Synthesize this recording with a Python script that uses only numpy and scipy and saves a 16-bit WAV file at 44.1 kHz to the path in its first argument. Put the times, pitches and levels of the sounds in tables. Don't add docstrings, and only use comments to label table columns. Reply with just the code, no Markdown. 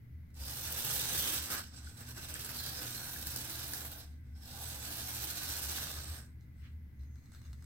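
import sys
import numpy as np
from scipy import signal
from scipy.fft import rfft, irfft
from scipy.io import wavfile

SR = 44100
rng = np.random.default_rng(int(sys.argv[2]) if len(sys.argv) > 2 else 0)


def store_pcm(level_fs):
    pcm = np.round(np.clip(level_fs, -1, 1) * 32767).astype(np.int16)
    wavfile.write(sys.argv[1], SR, np.atleast_2d(pcm).T)


N = 337365
TIME = np.arange(N) / SR
TAPS = 2 ** 13
FREQ = np.maximum(np.arange(TAPS // 2 + 1) * SR / TAPS, 1)


def from_db(db):
    return 10 ** (np.asarray(db) / 20)


def rms_one(x):
    return x / np.sqrt(np.mean(x ** 2) + 1e-20)


def in_time(rows):
    s, *columns = np.transpose(rows)
    return [np.interp(TIME, s, c) for c in columns]


def at_hz(points):
    hz, db = np.transpose(points)
    return np.interp(np.log(FREQ), np.log(hz), db)


def colour(x, db):
    cepstrum = irfft(np.log(from_db(db)))
    cepstrum[1:TAPS // 2] *= 2
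    cepstrum[TAPS // 2 + 1:] = 0
    impulse = irfft(np.exp(rfft(cepstrum)))
    return signal.oaconvolve(x, impulse)[:N]


def stereo_colour(pair, spectrum):
    return np.array([colour(side, at_hz(spectrum)) for side in pair])


def resonate(x, hz, width_hz):
    r = np.exp(-np.pi * width_hz / SR)
    feedback = [1, -2 * r * np.cos(2 * np.pi * hz / SR), r * r]
    return signal.lfilter(np.array([1, 0, -1]) * (1 - r * r) / 2, feedback, x)


def ringing(x, hz, width_hz):
    once = resonate(x, hz, 0.87 * width_hz)
    return rms_one(resonate(once, hz, 0.83 * width_hz))


def mode(x, hz, width_hz):
    return resonate(x, hz, width_hz) * np.sqrt(SR / (np.pi * width_hz))


def drift(rate_hz):
    r = np.exp(-2 * np.pi * rate_hz * 50 / SR)
    slow = signal.lfilter([1], [1, -2 * r, r * r], rng.standard_normal(N // 50 + 1002))
    slow = slow[1000:]
    return np.interp(np.arange(N) / 50, np.arange(len(slow)), rms_one(slow))


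def swell(s, length_s):
    return np.exp(-((TIME - s) / length_s) ** 2 / 2)


def grains(per_s, spread_db):
    unevenness = from_db(spread_db * np.minimum(rng.exponential(1, N), 5))
    sizes = unevenness * rng.standard_normal(N)
    return rms_one(sizes * (rng.random(N) < per_s / SR))


def blows(rows, decay_s):
    out = np.zeros(N)
    for s, db in rows:
        start = int(s * SR)
        age = TIME[:min(SR // 20, N - start)]
        out[start:][:len(age)] += from_db(db) * np.exp(-age / decay_s) * rng.standard_normal(len(age))
    return out


def room(x, wet_db, t60, lag_s, apart_hz=480):
    keep = from_db(-120 / (t60 * SR))
    tail = np.sqrt(signal.lfilter([1 - keep], [1, -keep], x * x + 1e-18))
    mid, side = rng.standard_normal((2, N))
    side = signal.lfilter(*signal.butter(1, apart_hz, "high", fs=SR), side)
    wet = tail * (mid + side * [[1], [-1]]) / np.sqrt(2)
    direct = np.array([np.roll(x, round(lag_s * SR)), x])
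    return (direct + from_db(wet_db) * wet) / np.hypot(1, from_db(wet_db))


def shifting_modes(pair, depth_db, width_hz, rate_hz, size=1024):
    window = dict(nperseg=size, noverlap=size * 3 // 4)
    spectra = signal.stft(pair, **window)[2]
    chance = rng.standard_normal((3, *spectra.shape[1:]))
    for axis, step in ((1, SR / size / width_hz), (2, rate_hz * size / 4 / SR)):
        r = np.exp(-np.pi * step)
        chance = signal.lfilter([1], [1, -2 * r, r * r], chance, axis=axis)
    shared, own = chance[2], chance[:2]
    gain = rms_one(from_db(depth_db * rms_one(shared + 0.63 * own)))
    return signal.istft(spectra * gain, **window)[1][:, :N]


def background():
    # frequency in Hz, relative level in dB.
    air_spectrum = [(15, 0.5), (29, -8), (37, -1), (47, -6), (75, 8), (120, 2.5), (190, -4.5), (250, -6),
                    (340, -19), (600, -31.5), (1200, -35), (1750, -26), (2700, -40.5), (5000, -43),
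                    (8000, -49.5), (10000, -46), (12500, -39), (16000, -41)]
    # frequency in Hz, width in Hz, level in dB.
    air_ring = (1950, 380, -80)
    # time in seconds, level in dB.
    drone_curve = [(0.0, -48.5), (0.9, -51.5), (2.0, -52.5), (3.2, -55), (4.8, -47.5), (5.6, -50),
                   (7.6, -49)]
    # time in seconds, level of the swell in dB.
    drone_swells = [(0.42, -44.5), (1.19, -48), (1.408, -45), (1.86, -44), (6.11, -37), (6.76, -45.5),
                    (7.02, -44), (7.51, -46)]
    drone_hz, swell_s, air_db = 73.86, 0.018, -55

    drone_db, = in_time(drone_curve)
    swells = sum(from_db(db) * swell(s, swell_s) for s, db in drone_swells)
    drone_level = from_db(drone_db + 3.6 * drift(5.5)) + swells
    drone = drone_level * np.sin(2 * np.pi * drone_hz * TIME + 1.3 * drift(3.75))
    mid, side = rng.standard_normal((2, N))
    apart_db = at_hz([(25, -5.5), (74, -14.5), (140, -12.5), (300, -7.5), (700, 0.0), (3000, 0.5)])
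    noise = mid + colour(side, apart_db) * [[1], [-1]]
    hz, width, db = air_ring
    ring = from_db(db) * ringing(noise, hz, width)
    air = from_db(air_db) * rms_one(stereo_colour(noise, air_spectrum))
    return (air + ring + drone) * from_db([[.35], [-.35]])


def drive():
    # time in seconds, speed in axle turns per second.
    first_run = [(0.332, 0.0), (0.429, 9.04), (0.736, 14.85), (0.909, 19.89), (1.193, 21.77), (1.363, 20.7),
                 (1.448, 12.86), (1.548, 12.0), (1.64, 5.2), (1.74, 0.0)]
    # time in seconds, speed in axle turns per second.
    back_run = [(1.652, 0.0), (1.79, 3.84), (1.931, 3.57), (2.4, 10.26), (2.595, 10.44), (2.811, 11.73),
                (3.25, 10.65), (3.787, 11.52), (4.019, 4.25), (4.1, 2.0), (4.16, 0.9), (4.25, 0.0)]
    # time in seconds, speed in axle turns per second.
    last_run = [(4.214, 0.0), (4.26, 0.6), (4.35, 0.8), (4.358, 1.7), (4.4, 2.0), (4.45, 4.4),
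                (4.575, 8.24), (4.997, 12.8), (5.249, 13.95), (5.55, 15.04), (5.798, 16.34), (6.008, 8.04),
                (6.185, 5.3), (6.245, 1.8), (6.3, 0.8), (6.36, 0.0)]
    runs = [(first_run, 1, .91), (back_run, -1, .89), (last_run, 1, .31)]

    speeds = np.array([in_time(curve)[0] for curve, _, _ in runs])
    direction, start_turns = np.transpose([run[1:] for run in runs])
    turns = start_turns[:, None] + np.cumsum(speeds, axis=1) / SR
    now = speeds.argmax(axis=0)
    return speeds.max(axis=0), direction[now], 2 * np.pi * turns[now, np.arange(N)]


def mains():
    hum_hz = (120, 240, 300)
    # rms level at rest in dB, rms level added
    # under full load in dB.
    hum_levels = [(-63, -64.5), (-72.5, -72), (-84.5, -68)]

    speed, _, _ = drive()
    current = np.tanh(speed / 11)
    out = 0
    for hz, (rest_db, load_db) in zip(hum_hz, hum_levels):
        level = (from_db(rest_db) + current * from_db(load_db)) * from_db(3.2 * drift(4.0))
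        out = out + np.sqrt(2) * level * np.sin(2 * np.pi * hz * TIME + 0.5 * drift(5.1))
    return out


def creeping():
    # time in seconds, strength of the blow in dB.
    tick_rows = [(0.3044, -60), (6.4093, -57), (6.995, -60), (7.034, -56), (7.1571, -53), (7.258, -54),
                 (7.3193, -48), (7.3481, -45), (7.4168, -48), (7.5305, -42), (7.6241, -48), (7.6424, -53)]
    # middle in seconds, half-length in seconds, strength of the rubbing in dB.
    scrape_rows = [(1.685, 0.028, -60), (6.415, 0.021, -73), (6.64, 0.057, -69.5), (7.023, 0.024, -70),
                   (7.22, 0.066, -69), (7.338, 0.011, -65), (7.415, 0.07, -61.5), (7.6, 0.082, -68)]
    # frequency in Hz, width in Hz, relative level in dB.
    housing = [(750, 270, -14), (1490, 680, 3), (2070, 150, -18), (2780, 220, -12), (3630, 230, -8.5),
               (4100, 450, -3), (5030, 640, -6), (5960, 500, -11), (6360, 540, -11.5), (7830, 410, -6),
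               (13000, 4700, -4)]

    rubbing = sum(from_db(db) * swell(s, length) for s, length, db in scrape_rows)
    scrape = room(rubbing * grains(per_s=780, spread_db=2.0), wet_db=9.0, t60=0.19, lag_s=.00002)
    ticks = room(blows(tick_rows, decay_s=0.0013), wet_db=-1.0, t60=0.13, lag_s=.00002)
    scrape = shifting_modes(scrape, depth_db=3.5, width_hz=250, rate_hz=20)
    touched = sum(from_db(db) * mode(scrape + ticks, hz, width) for hz, width, db in housing)
    return from_db(-10.0) * touched


def running_levels(speed, backwards, place):
    # level at cruising speed in dB, dB per doubling
    # of speed, dB added in reverse, dB added at the near end.
    running = [(-56, 7.5, 1.0, 3.5), (-48.5, 8, -0.5, 0.5), (-48, 11, 0.5, -3)]
    # start in
    # seconds, length in seconds, dB added to the rumble, dB added to the rasp, dB added to the hiss.
    judders = [(1.233, 0.13, 0.5, 1.4, 1), (1.506, 0.078, 5, 5, 7.5), (1.766, 0.021, -0.5, 5, 0),
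               (1.86, 0.015, -6, 0.5, -1), (1.93, 0.033, -2.5, -1, 1), (1.977, 0.038, 0, 1, 2),
               (2.067, 0.02, 0, 2.6, 2), (2.13, 0.02, -2.5, -2, -2), (2.173, 0.02, 4, 2, 1),
               (2.205, 0.0059, -1, 1.5, 1), (2.227, 0.024, 1.5, 2, 1), (2.288, 0.014, 1, 1.5, 1.9),
               (3.68, 0.21, 0, -1.5, 0), (3.961, 0.018, 2.5, 0.5, 6.5), (4.424, 0.042, -2, -0.8, 1),
               (5.967, 0.016, 2.5, 0.8, 3), (6.084, 0.24, 3.5, 0.57, 3)]
    cruise_turns_per_s, attack_s, release_s = 10, 0.0068, 0.032

    doublings = np.log2(speed / cruise_turns_per_s + 1e-4)
    levels = np.array([db + slope * doublings + reverse * backwards + near * place
                       for db, slope, reverse, near in running])
    for s, length, *added_db in judders:
        corners = [s - attack_s, s, s + length, s + length + release_s]
        levels = levels + np.outer(added_db, np.interp(TIME, corners, [0, 1, 1, 0]))
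    return levels


def binding(speed, angle, backwards, forward_db, reverse_db, teeth_db):
    crawl = .2 + 1 / (1 + (speed / 9.5) ** 8)
    pace = np.exp(-((speed - 15) / 6) ** 2)
    tight = np.where(backwards, reverse_db * crawl * np.cos(2 * angle), forward_db * pace * np.cos(angle))
    teeth = np.cos(7 * angle) + .7 * np.cos(9 * angle)
    return tight + teeth_db * teeth


def bench_echoes(x, place, first_s, sweep_s, echo_db, count=6):
    lags = [first_s * np.sqrt(k) * k + sweep_s * np.sqrt(k) * (1 - place) for k in range(1, count + 1)]
    return x + from_db(echo_db) * sum(np.interp(TIME - lag, TIME, x) for lag in lags)


def wander(pair, share, rate_hz):
    at = np.arange(N) + np.cumsum(share * drift(rate_hz))
    return rms_one(np.array([np.interp(at % N, np.arange(N), side) for side in pair]))


def wheel_rumble(rolling, sliding, place):
    # frequency in Hz, relative level in dB.
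    board_spectrum = [(80, -15.5), (140, 14), (200, -5), (300, 7), (380, -0.5), (500, 1.5), (620, -1),
                      (760, 3), (950, -1.5), (1360, 1.5), (1510, 5), (1740, 3.5), (1850, -1.5),
                      (2600, -4.5), (5000, -47.5)]
    # frequency in Hz, width in Hz, level at the far end against the rumble in dB.
    far_boom = (634, 550, -4.5)

    hz, width, db = far_boom
    boom = from_db(db) * np.exp(-(place / 0.31) ** 2) * ringing(sliding, hz, width)
    return from_db(-0.75) * rms_one(stereo_colour(rolling, board_spectrum)) + boom


def gear_rasp(rolling, meshing, slowness):
    # frequency in Hz, relative level in dB.
    shell_spectrum = [(1000, -16), (2100, -8.5), (2700, -1.5), (3300, -1), (3900, 1.5), (4600, -1.5),
                      (5300, -0.5), (6100, 1), (6900, -3.5), (7600, -2), (8350, 1.5), (9100, -6),
                      (10500, -10), (14000, -44)]
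    # frequency in Hz, width in Hz, level against the rasp in dB
    slow_rings = [(1535, 140, -13), (4100, 2500, -6), (5250, 600, -15), (7960, 640, -11)]

    rings = 0
    for hz, width, db in slow_rings:
        contacts = rolling if hz > 2000 else meshing
        ring = wander(ringing(contacts, hz, width), share=0.018, rate_hz=4)
        rings = rings + from_db(db + 4.4 * drift(2.0)) * ring
    rasp = rms_one(stereo_colour(meshing, shell_spectrum))
    return from_db(-2 * slowness) * rasp + slowness * rings


def rail_hiss(sliding):
    # frequency in Hz, relative level in dB.
    rail_spectrum = [(6000, -58), (8900, 1), (10000, 0.5), (11000, 3.5), (12200, 8.5), (13300, 3.5),
                     (14600, 8), (15600, 4), (16000, -2)]
    return rms_one(stereo_colour(sliding, rail_spectrum))


def growling(sliding):
    # middle in seconds, half-length in seconds, frequency in Hz, width in Hz, level in dB.
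    growl_rows = [(0.47, 0.045, 5000, 600, -52), (1.252, 0.091, 3240, 500, -49),
                  (1.554, 0.037, 1350, 850, -44.5), (1.875, 0.0056, 1520, 280, -55.5),
                  (2.33, 0.13, 8240, 546, -69), (2.603, 0.019, 4180, 280, -52),
                  (3.003, 0.066, 4220, 400, -54), (2.365, 0.11, 2700, 600, -59),
                  (3.25, 0.45, 1554, 170, -63.5), (3.4, 0.3, 1700, 100, -69), (4.367, 0.02, 5270, 400, -72),
                  (4.47, 0.035, 1590, 250, -68), (4.58, 0.072, 760, 190, -62),
                  (6.064, 0.098, 8340, 600, -57), (6.595, 0.025, 8100, 900, -81),
                  (6.659, 0.03, 1920, 1700, -66), (6.67, 0.048, 2750, 1100, -77),
                  (6.665, 0.032, 3900, 400, -79), (7.17, 0.12, 6400, 700, -80.5)]
    return sum(from_db(db) * swell(s, length) * ringing(sliding, hz, width)
               for s, length, hz, width, db in growl_rows)


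def knocking():
    # time in seconds, strength of the crack in dB, strength of
    # the thud in dB, both before room and resonance.
    knock_rows = [(0.343, -56, -77), (0.676, -27, -41), (0.796, -40, -58), (1.1323, -25, -44),
                  (1.179, -21, -44), (1.5026, -27, -49), (1.8452, -52, -70), (2.013, -46, -47),
                  (2.355, -41, -39.5), (2.3947, -33, -47), (2.491, -30, -42.5), (2.526, -45, -54),
                  (2.604, -33, -45), (2.663, -25.5, -39.5), (2.868, -29, -46), (2.948, -28, -45),
                  (3.160, -32, -42), (3.2163, -40, -55), (3.27, -23, -46), (3.3616, -22.5, -56),
                  (3.497, -27.5, -57), (3.7348, -21.5, -39), (3.747, -39, -50), (5.4907, -28, -49),
                  (5.78, -39, -38.5), (6.143, -38, -63)]
    # frequency in Hz, gain in dB.
    crack_spectrum = [(200, 4.5), (700, -13), (1600, -18), (2400, -33), (4500, 0), (7000, -5),
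                      (12000, -3.5), (16000, 2)]
    # frequency in Hz, width in Hz.
    thud_mode = (1640, 250)
    # time in seconds, strength in dB before room and resonance.
    ping_rows = [(0.344, -53), (1.846, -43), (1.975, -45), (2.165, -40), (2.246, -42), (2.292, -36),
                 (2.341, -31), (2.447, -38), (7.3193, -55), (7.333, -55), (7.5305, -58), (7.6241, -54),
                 (7.6424, -48)]
    # frequency in Hz, width in Hz.
    ping_mode = (8000, 440)

    crack_blows = blows([(s, db) for s, db, _ in knock_rows], decay_s=0.0019)
    thud_blows = blows([(s, db) for s, _, db in knock_rows], decay_s=0.0035)
    cracks = room(crack_blows, wet_db=1.5, t60=0.35, lag_s=.0001)
    thuds = room(thud_blows, wet_db=0.0, t60=0.13, lag_s=.0001)
    pings = room(blows(ping_rows, decay_s=0.00071), wet_db=-7.0, t60=0.1, lag_s=.0001)
    crack = from_db(0.5) * stereo_colour(cracks, crack_spectrum)
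    return crack + mode(thuds, *thud_mode) + mode(pings, *ping_mode)


def locomotive():
    # frequency in Hz, difference in dB.
    right_bias = [(200, -1), (700, 1.5), (1300, -1.5), (2400, 0), (4400, 6), (8100, 6), (15000, 0.5)]

    speed, direction, angle = drive()
    backwards = direction < 0
    travel = np.cumsum(direction * speed)
    place = travel / travel.max()
    rumble_db, rasp_db, hiss_db = running_levels(speed, backwards, place)
    slowness = 1 / (1 + (speed / 11) ** 4)
    load_db = binding(speed, angle, backwards, forward_db=1.6, reverse_db=2.5, teeth_db=.8)
    load_db = load_db + 0.9 * drift(110)
    chatter_db = 1.3 * drift(75)

    def heard(contacts):
        near = bench_echoes(contacts, place, first_s=.0017, sweep_s=.0008, echo_db=-5.5)
        return room(near, wet_db=5.5, t60=0.18, lag_s=.0001)

    rolling = heard(grains(per_s=2200, spread_db=1.5))
    meshing = heard(grains(per_s=3000, spread_db=1.5))
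    sliding = heard(grains(per_s=3600, spread_db=3.0))
    wheels = from_db(rumble_db + 0.72 * load_db) * wheel_rumble(rolling, sliding, place)
    gears = from_db(rasp_db + load_db) * gear_rasp(rolling, meshing, slowness)
    rails = from_db(hiss_db + load_db + chatter_db) * rail_hiss(sliding)
    board = shifting_modes(wheels, depth_db=2.0, width_hz=45, rate_hz=8, size=2048)
    shell = shifting_modes(gears + rails, depth_db=2.4, width_hz=110, rate_hz=12)
    left, right = board + shell + growling(sliding) + knocking()
    bias_db = at_hz(right_bias) / 2
    return np.array([colour(left, -bias_db), colour(right, bias_db)])


def scene():
    return background() + mains() + creeping() + locomotive()


def record(dry):
    low_pass = signal.ellip(12, .1, 80, 15900, fs=SR, output="sos")
    return signal.sosfilt(low_pass, dry)


dry = scene()
out = record(dry)
store_pcm(out)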